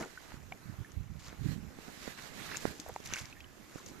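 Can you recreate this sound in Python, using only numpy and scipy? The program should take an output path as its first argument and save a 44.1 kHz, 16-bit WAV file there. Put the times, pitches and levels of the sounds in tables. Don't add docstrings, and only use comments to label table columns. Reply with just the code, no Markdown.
import sys
import numpy as np
from scipy import signal
from scipy.fft import rfft, irfft
from scipy.io import wavfile
from scipy.ndimage import uniform_filter1d

SR = 44100
rng = np.random.default_rng(int(sys.argv[2]) if len(sys.argv) > 2 else 0)


def field_ratio(decibels):
    return 10 ** (np.asarray(decibels, dtype=float) / 20)


def to_wav(sig):
    pcm = np.clip(np.atleast_2d(sig), -1, 1) * 32767
    pcm = np.round(pcm).astype(np.int16)
    wavfile.write(sys.argv[1], SR, pcm.T)


N = 176400
T = np.arange(N) / SR
SLOW_T = T[::16]


def evened(x):
    return x / np.sqrt(np.mean(x ** 2) + 1e-20)


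def smoothed(x, size):
    return uniform_filter1d(uniform_filter1d(x, size=size), size=size)


def colour(x, points):
    hz = np.fft.rfftfreq(len(x), 1 / SR)
    table_hz, table_db = np.transpose(points)
    response_db = np.interp(np.log(hz + 1), np.log(table_hz + 1), table_db)
    return irfft(rfft(x) * field_ratio(response_db), len(x))


def patchy(patch_db, flicker_db):
    frames = N // 128 + 5
    real, imaginary, patch = rng.standard_normal((frames, 257, 3)).T
    patch = uniform_filter1d(patch, size=7, axis=0)
    patch = evened(uniform_filter1d(patch, size=20, axis=1))
    flicker = evened(uniform_filter1d(rng.standard_normal(frames), size=5))
    spectrum = (real + 1j * imaginary) * field_ratio(patch_db * patch + flicker_db * flicker)
    return evened(signal.istft(spectrum, nperseg=512, noverlap=384)[1][:N])


def ring(hz, t60, rise_cycles, glide):
    t = np.arange(int(t60 * SR) + 8) / SR
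    onset = 1 - np.exp(-t * hz / rise_cycles)
    decay = field_ratio(-60 * t / t60)
    return onset * decay * np.sin(2 * np.pi * hz * (t + glide * t ** 2 / t60))


# (frequency [Hz], density [dB per Hz])
LEFT_HISS = [(30, -103), (70, -87), (300, -87.5), (550, -100), (1500, -99.5), (3000, -101), (6000, -105),
             (14000, -105)]
RIGHT_HISS = [(30, -80.5), (70, -81), (300, -81), (550, -91), (1500, -94), (3000, -100), (6000, -101),
              (14000, -101)]
# (time [s], level [dB])
HISS_TURNING = [
    (0, -2),
    (.8, 2.74),
    (1.1, -4),
    (1.3, 1.5),
    (3.5, 0),
    (4, 4.5),
]


def hiss():
    both, left, right = (patchy(patch_db=3, flicker_db=.3) for _ in range(3))
    shared_power = 0.1
    pair = np.sqrt(shared_power) * both + np.sqrt(1 - shared_power) * np.array([left, right])
    swell = field_ratio(np.interp(T, *np.transpose(HISS_TURNING)))
    density_to_rms = np.sqrt(SR / 2)
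    return density_to_rms * swell * np.array([colour(pair[0], LEFT_HISS), colour(pair[1], RIGHT_HISS)])


# (centre time [s], half length [s], level [dB], top frequency [Hz])
WIND_GUSTS = [(0.403, 0.2, -53, 147), (0.706, 0.041, -38, 152), (0.797, 0.026, -36.5, 139),
              (0.991, 0.047, -37, 140), (1.107, 0.028, -37.5, 157), (1.163, 0.012, -39, 174),
              (1.318, 0.24, -47.5, 140), (1.474, 0.049, -32.5, 212), (1.537, 0.11, -41.5, 227),
              (1.672, 0.037, -42.5, 147), (2.508, 0.22, -50.5, 357), (2.698, 0.015, -43, 258),
              (2.908, .06, -50, 110), (3.089, 0.052, -45, 127), (3.229, 0.022, -40.5, 141),
              (3.41, 0.13, -53.5, 108), (3.875, 0.027, -53, 253)]


def wind():
    low_hz, lump_db, lump_s, leak_db = 64, 3.5, 0.0093, -44
    t = SLOW_T
    hz, out = np.fft.rfftfreq(len(t), 16 / SR), np.zeros(len(t))
    air = rfft(rng.standard_normal(len(t)))
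    lumps = evened(smoothed(rng.standard_normal(len(t)), max(int(lump_s * SR / 16), 1)))
    high_pass = (hz / low_hz) ** 2 / (1 + (hz / low_hz) ** 2)
    for centre, half, level_db, top_hz in WIND_GUSTS:
        band = high_pass / (1 + (hz / top_hz) ** 4.4)
        envelope = np.exp(-abs((t - centre) / half) ** 2.3)
        out += field_ratio(level_db) * envelope * evened(irfft(air * band, len(t)))
    gusts = 16 * irfft(rfft(out * field_ratio(lump_db * lumps)), N)
    return np.array([field_ratio(leak_db) * np.roll(gusts, 21), gusts])


# (time [s], peak level [dB], width [ms])
INWARD_KNOCKS = [
    (0.343, -26, 2.8),
    (2.078, -20, 0.79),
    (1.889, -34, .7),
    (1.976, -36.5, 1.5),
    (2.082, -28, 1.46),
    (3.003, -30, 0.85),
    (3.917, -32.5, 1.2),
]
OUTWARD_KNOCKS = [
    (1.329, -28.5, 0.77),
    (1.7886, -27.5, 0.99),
    (1.883, -32, 0.88),
    (1.902, -35, 1.3),
    (2.6544, -7.5, 0.68),
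    (2.68, -25.5, 2),
    (3.127, -27, 1.6),
    (3.759, -23.5, 1.16),
]


def knocks():
    rebound, rebound_widths, front_widths, leak_db = 0.26, 3.3, .3, -34
    out = np.zeros(N)
    for way, table in ((1, INWARD_KNOCKS), (-1, OUTWARD_KNOCKS)):
        for s, peak_db, width_ms in table:
            near = slice(round(s * SR) - 1024, round(s * SR) + 1024)
            u = (T[near] - s) * 1000 / abs(width_ms)
            push = np.where(u < 0, np.exp(-(u / front_widths) ** 2), np.exp(-abs(u) ** 1.72))
            recoil = rebound * np.exp(-(u / rebound_widths) ** 2)
            out[near] += way * field_ratio(peak_db - 0.5) * (push - recoil)
    return np.array([field_ratio(leak_db) * np.roll(out, 21), out])


# (start [s], end [s], level [dB])
CLOTH_STROKES = [
    (0.01, 0.362, -51.5),
    (1.464, 1.545, -44.5),
    (1.8, 1.973, -47.5),
    (2, 2.129, -42),
    (2.19, 2.294, -43),
    (2.362, 2.578, -41),
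    (2.617, 2.713, -40.5),
    (2.71, 3.331, -52.5),
    (3.53, 4.012, -59),
]
# (frequency [Hz], density [dB per Hz])
FABRIC = [(150, -2), (500, -3.5), (1900, -5), (2900, -5), (3900, -3.5), (6000, -8), (9000, -8.5),
          (14000, -12)]


def cloth():
    rise_s, fall_s = .02, .009
    power = np.zeros(len(SLOW_T))
    for start, end, level_db in CLOTH_STROKES:
        opening = 1 + np.exp(np.clip((start - SLOW_T) / rise_s, -50, 50))
        closing = 1 + np.exp(np.clip((SLOW_T - end) / fall_s, -50, 50))
        power += field_ratio(level_db) ** 2 / opening / closing
    near, far = (evened(colour(patchy(patch_db=1.6, flicker_db=1.1), FABRIC)) for _ in range(2))
    return np.interp(T, SLOW_T, np.sqrt(power)) * np.array([field_ratio(-9) * far, near])


# (time [s], peak level [dB], centre frequency [Hz])
DROPS = [(0.429, -48, 6460), (.575, -49, 6800), (0.919, -43.5, 6100), (1.194, -52, 4970),
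         (2.223, -40, 5830), (2.459, -38, 6900), (2.465, -36, 6200), (2.605, -38, 4800),
         (2.5657, -29, 6500), (2.5702, -20.5, 6900), (2.578, -31, 6700), (2.7999, -26.5, 6600),
         (2.887, -34, 12100), (2.94, -41, 6900), (2.962, -44, 6650), (3.003, -40, 5500), (3.04, -41, 6700),
         (3.059, -44, 6600), (3.073, -38, 6800), (3.099, -41, 5500), (3.126, -36, 5900), (3.137, -19, 5730),
         (3.159, -30, 7000), (3.187, -38, 4660), (3.191, -47, 5170), (3.256, -33, 5200), (3.3, -43, 5670),
         (3.405, -41.5, 5630), (3.862, -38, 6000)]
# (multiple of the centre [1], density [dB per Hz])
DROP_SPECTRUM = [(.1, -35), (.45, -14), (.8, -3), (1.05, 0), (1.35, -12), (2.2, -18)]


def ticks():
    crack_s, tail_s, tail_db, left_gain_db, apart = .00035, .004, -14, 3.5, 0.97
    out, t = np.zeros((2, N)), T[:1024] - T[64]
    shape = (t >= 0) * (np.exp(-t / crack_s) + field_ratio(tail_db) * np.exp(-t / tail_s))
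    for (s, peak_db, hz), noise in zip(DROPS, rng.standard_normal((len(DROPS), 2, 1024))):
        spectrum = np.multiply(DROP_SPECTRUM, [hz, 1])
        burst = shape * (noise[0] + apart * noise)
        tick = np.array([colour(side, spectrum) for side in burst])
        tick = tick / abs(tick).max(axis=1, keepdims=True)
        start = round(s * SR) - 64
        out[:, start:start + 1024] += tick * field_ratio([[peak_db + left_gain_db], [peak_db]])
    return out


# (time [s], peak level [dB], frequency [Hz], 60 dB decay time [s])
AIR_POCKETS = [(0.175, -36.5, 1480, 0.033), (0.32, -34.5, 784, 0.0056), (0.521, -34.5, 742, 0.029),
               (0.523, -31.5, 2260, 0.017), (.74, -46.5, 624, 0.014), (.846, -45, 1726, 0.039),
               (2.459, -42.5, 1250, 0.032), (2.419, -50, 1950, 0.0091), (2.505, -51, 1680, 0.0099),
               (2.5148, -38, 1780, .008), (2.5244, -33, 1910, 0.0088), (2.53, -44, 2300, .01),
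               (2.536, -34, 2640, .012), (2.544, -35, 1890, 0.0065), (2.5463, -30, 1700, 0.0095),
               (2.5535, -36, 2440, 0.0071), (2.557, -32, 2630, 0.011), (2.567, -38, 2250, 0.0069),
               (2.7958, -35, 282, 0.017), (2.894, -32.5, 614, 0.0088), (2.898, -35.5, 490, 0.0087),
               (3.0595, -38, 2550, 0.0058), (3.067, -36, 2300, 0.0047), (3.101, -47, 1510, .008),
               (3.1422, -30, 2740, 0.018), (3.149, -33, 2350, 0.0094), (3.167, -30, 2320, 0.0063),
               (3.18, -39, 2450, .012), (3.184, -36, 1560, 0.0087), (3.189, -45, 1700, 0.0092),
               (3.2, -53, 1980, .01), (3.353, -52, 1810, 0.011), (3.409, -44, 3170, 0.024),
               (2.863, -37, 686, .012), (2.9617, -25, 856, 0.011), (3.105, -38, 1140, 0.0074),
               (3.1255, -37, 1500, 0.011), (3.1372, -21, 2430, 0.004), (3.158, -35, 1520, 0.037),
               (3.174, -35.5, 2140, 0.04), (3.327, -39, 2540, 0.017), (3.367, -48, 1800, 0.062),
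               (3.405, -39, 2570, 0.013), (3.443, -41.5, 2980, 0.015), (.003, -32.5, 396, 0.0089),
               (0.012, -31, 323, 0.014), (.03, -37, 1460, 0.015), (.042, -43, 428, .012),
               (0.059, -40, 457, 0.014)]


def pops():
    rise_cycles, glide, snap_db, snap_s = 0.79, 0.053, -12, 0.0011
    upper_ratio, upper_db, left_lag_samples, pan_db = 1.25, -5, 3, 0.5
    out = np.zeros((2, N))
    for (s, peak_db, hz, t60), noise in zip(AIR_POCKETS, rng.standard_normal((len(AIR_POCKETS), 64))):
        pop = ring(hz, t60, rise_cycles, glide)
        upper = ring(hz * upper_ratio, t60 / 2, rise_cycles, -glide)
        pop[:len(upper)] += field_ratio(upper_db) * upper
        pop[:64] += field_ratio(snap_db) * smoothed(noise, 7) * 2 * np.exp(-T[:64] / snap_s)
        pop = pop / abs(pop).max()
        right_at = round(s * SR)
        left_at = right_at + left_lag_samples
        out[0, left_at:left_at + len(pop)] += field_ratio(peak_db + pan_db / 2) * pop
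        out[1, right_at:right_at + len(pop)] += field_ratio(peak_db - pan_db / 2) * pop
    return out


# (peak time [s], rise [s], fall [s], level [dB], bubble centre frequency [Hz])
MUD_CLUMPS = [(.012, 0.026, 0.026, -47.5, 334), (0.033, 0.12, 0.021, -53, 1200),
              (0.017, 0.065, 0.043, -56, 6500), (0.319, 0.07, 0.047, -65.5, 1400),
              (1.198, 0.006, 0.02, -60.5, 5200), (1.265, 0.039, 0.033, -58, 5040),
              (1.32, 0.091, 0.044, -63.5, 1400), (1.47, 0.028, 0.045, -87, 2200),
              (1.899, 0.063, 0.013, -63.5, 895), (2.188, 0.0093, 0.006, -51.5, 2150),
              (2.542, 0.086, 0.043, -54.5, 1860), (2.575, 0.034, 0.31, -60, 6250),
              (2.69, 0.087, 0.12, -63.5, 386), (2.799, 0.0024, 0.018, -59, 5730),
              (2.866, 0.0051, 0.0058, -55, 810), (2.889, 0.01, 0.013, -53.5, 680),
              (2.889, 0.0036, .008, -59, 12500), (2.865, 0.0027, 0.0069, -71, 12000),
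              (2.04, 0.048, 0.041, -65, 3660), (3.061, 0.007, 0.0038, -45, 6550),
              (3.075, 0.0081, 0.0065, -53, 6600), (3.137, 0.053, 0.011, -52.5, 2000),
              (3.169, 0.023, 0.068, -54.5, 2120), (3.181, 0.057, 0.039, -50, 6400),
              (3.77, 0.051, 0.064, -64.5, 1490), (3.78, 0.076, 0.051, -62.5, 6560),
              (3.868, 0.012, 0.036, -57.5, 6700), (3.92, 0.11, 0.019, -65, 334)]


def squelch():
    spread_oct, grain_glide, shared_power = 0.86, 0.17, 0.59
    grains_per_s, grain_db, grain_cycles, clump_db, seep_db = 110, 4.4, 6.5, 1.8, -78
    out, t = np.zeros((3, N)), SLOW_T
    peak, rise, fall, level_db, centre = np.transpose(MUD_CLUMPS)[:, :, None]
    shape = field_ratio(level_db) * np.exp(-np.where(t < peak, (peak - t) / rise, (t - peak) / fall) ** 1.03)
    unevenness = field_ratio(clump_db * evened(smoothed(rng.standard_normal(N), 128)))
    alternating_sign = np.where(np.arange(N) % 2, 1, -1)
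    for hz in np.geomspace(150, 14000, num=32):
        share = np.exp(-.5 * (np.log2(hz / centre) / spread_oct) ** 2)
        level = np.sqrt(((shape * share) ** 2).sum(0) + field_ratio(seep_db) ** 2)
        strength = np.interp(T, t, level) * unevenness
        draw = rng.random((N, 3)).T
        chance = grains_per_s * (1 + (hz / 2000) ** 2) / SR
        size, hit = np.zeros((3, N)), draw < chance
        rarity = np.log(np.clip(draw[hit] / chance, .01, 1))
        size[hit] = field_ratio(-grain_db * rarity) / np.sqrt(chance)
        grain = ring(hz, 3 * grain_cycles / hz, 0.11, grain_glide)
        grain = grain[None] / np.linalg.norm(grain)
        out += signal.oaconvolve(size * alternating_sign * strength, grain, axes=1)[:, :N]
    common = np.array([np.roll(out[0], 1), out[0]])
    return field_ratio(-7) * (np.sqrt(shared_power) * common + np.sqrt(1 - shared_power) * out[1:])


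def scene():
    return hiss() + wind() + knocks() + cloth() + ticks() + pops() + squelch()


def top_cut(x):
    return signal.sosfilt(signal.butter(12, 14900, fs=SR, output="sos"), x)


# (frequency [Hz], gain [dB])
LEFT_MICROPHONE = [(1000, -1.2), (2700, -2.85), (3300, -3.5), (4500, -6.5), (6900, 1.5), (8900, -15.5),
                   (10000, -7.5), (14000, -6)]
RIGHT_MICROPHONE = [(1100, -1.02), (1900, 2), (2800, -2), (3300, -5), (4000, -3), (7500, -3.5),
                    (9000, -9.5), (14000, -6)]


def record(dry):
    heard = np.array([colour(dry[0], LEFT_MICROPHONE), colour(dry[1], RIGHT_MICROPHONE)])
    edge_hz = 14220
    loss_db = np.clip((np.fft.rfftfreq(N, 1 / SR) - edge_hz) / 4, 0, 62)
    mix = irfft(rfft(heard) * field_ratio(-loss_db), N)
    return top_cut(mix)


dry = scene()
out = record(dry)
to_wav(out)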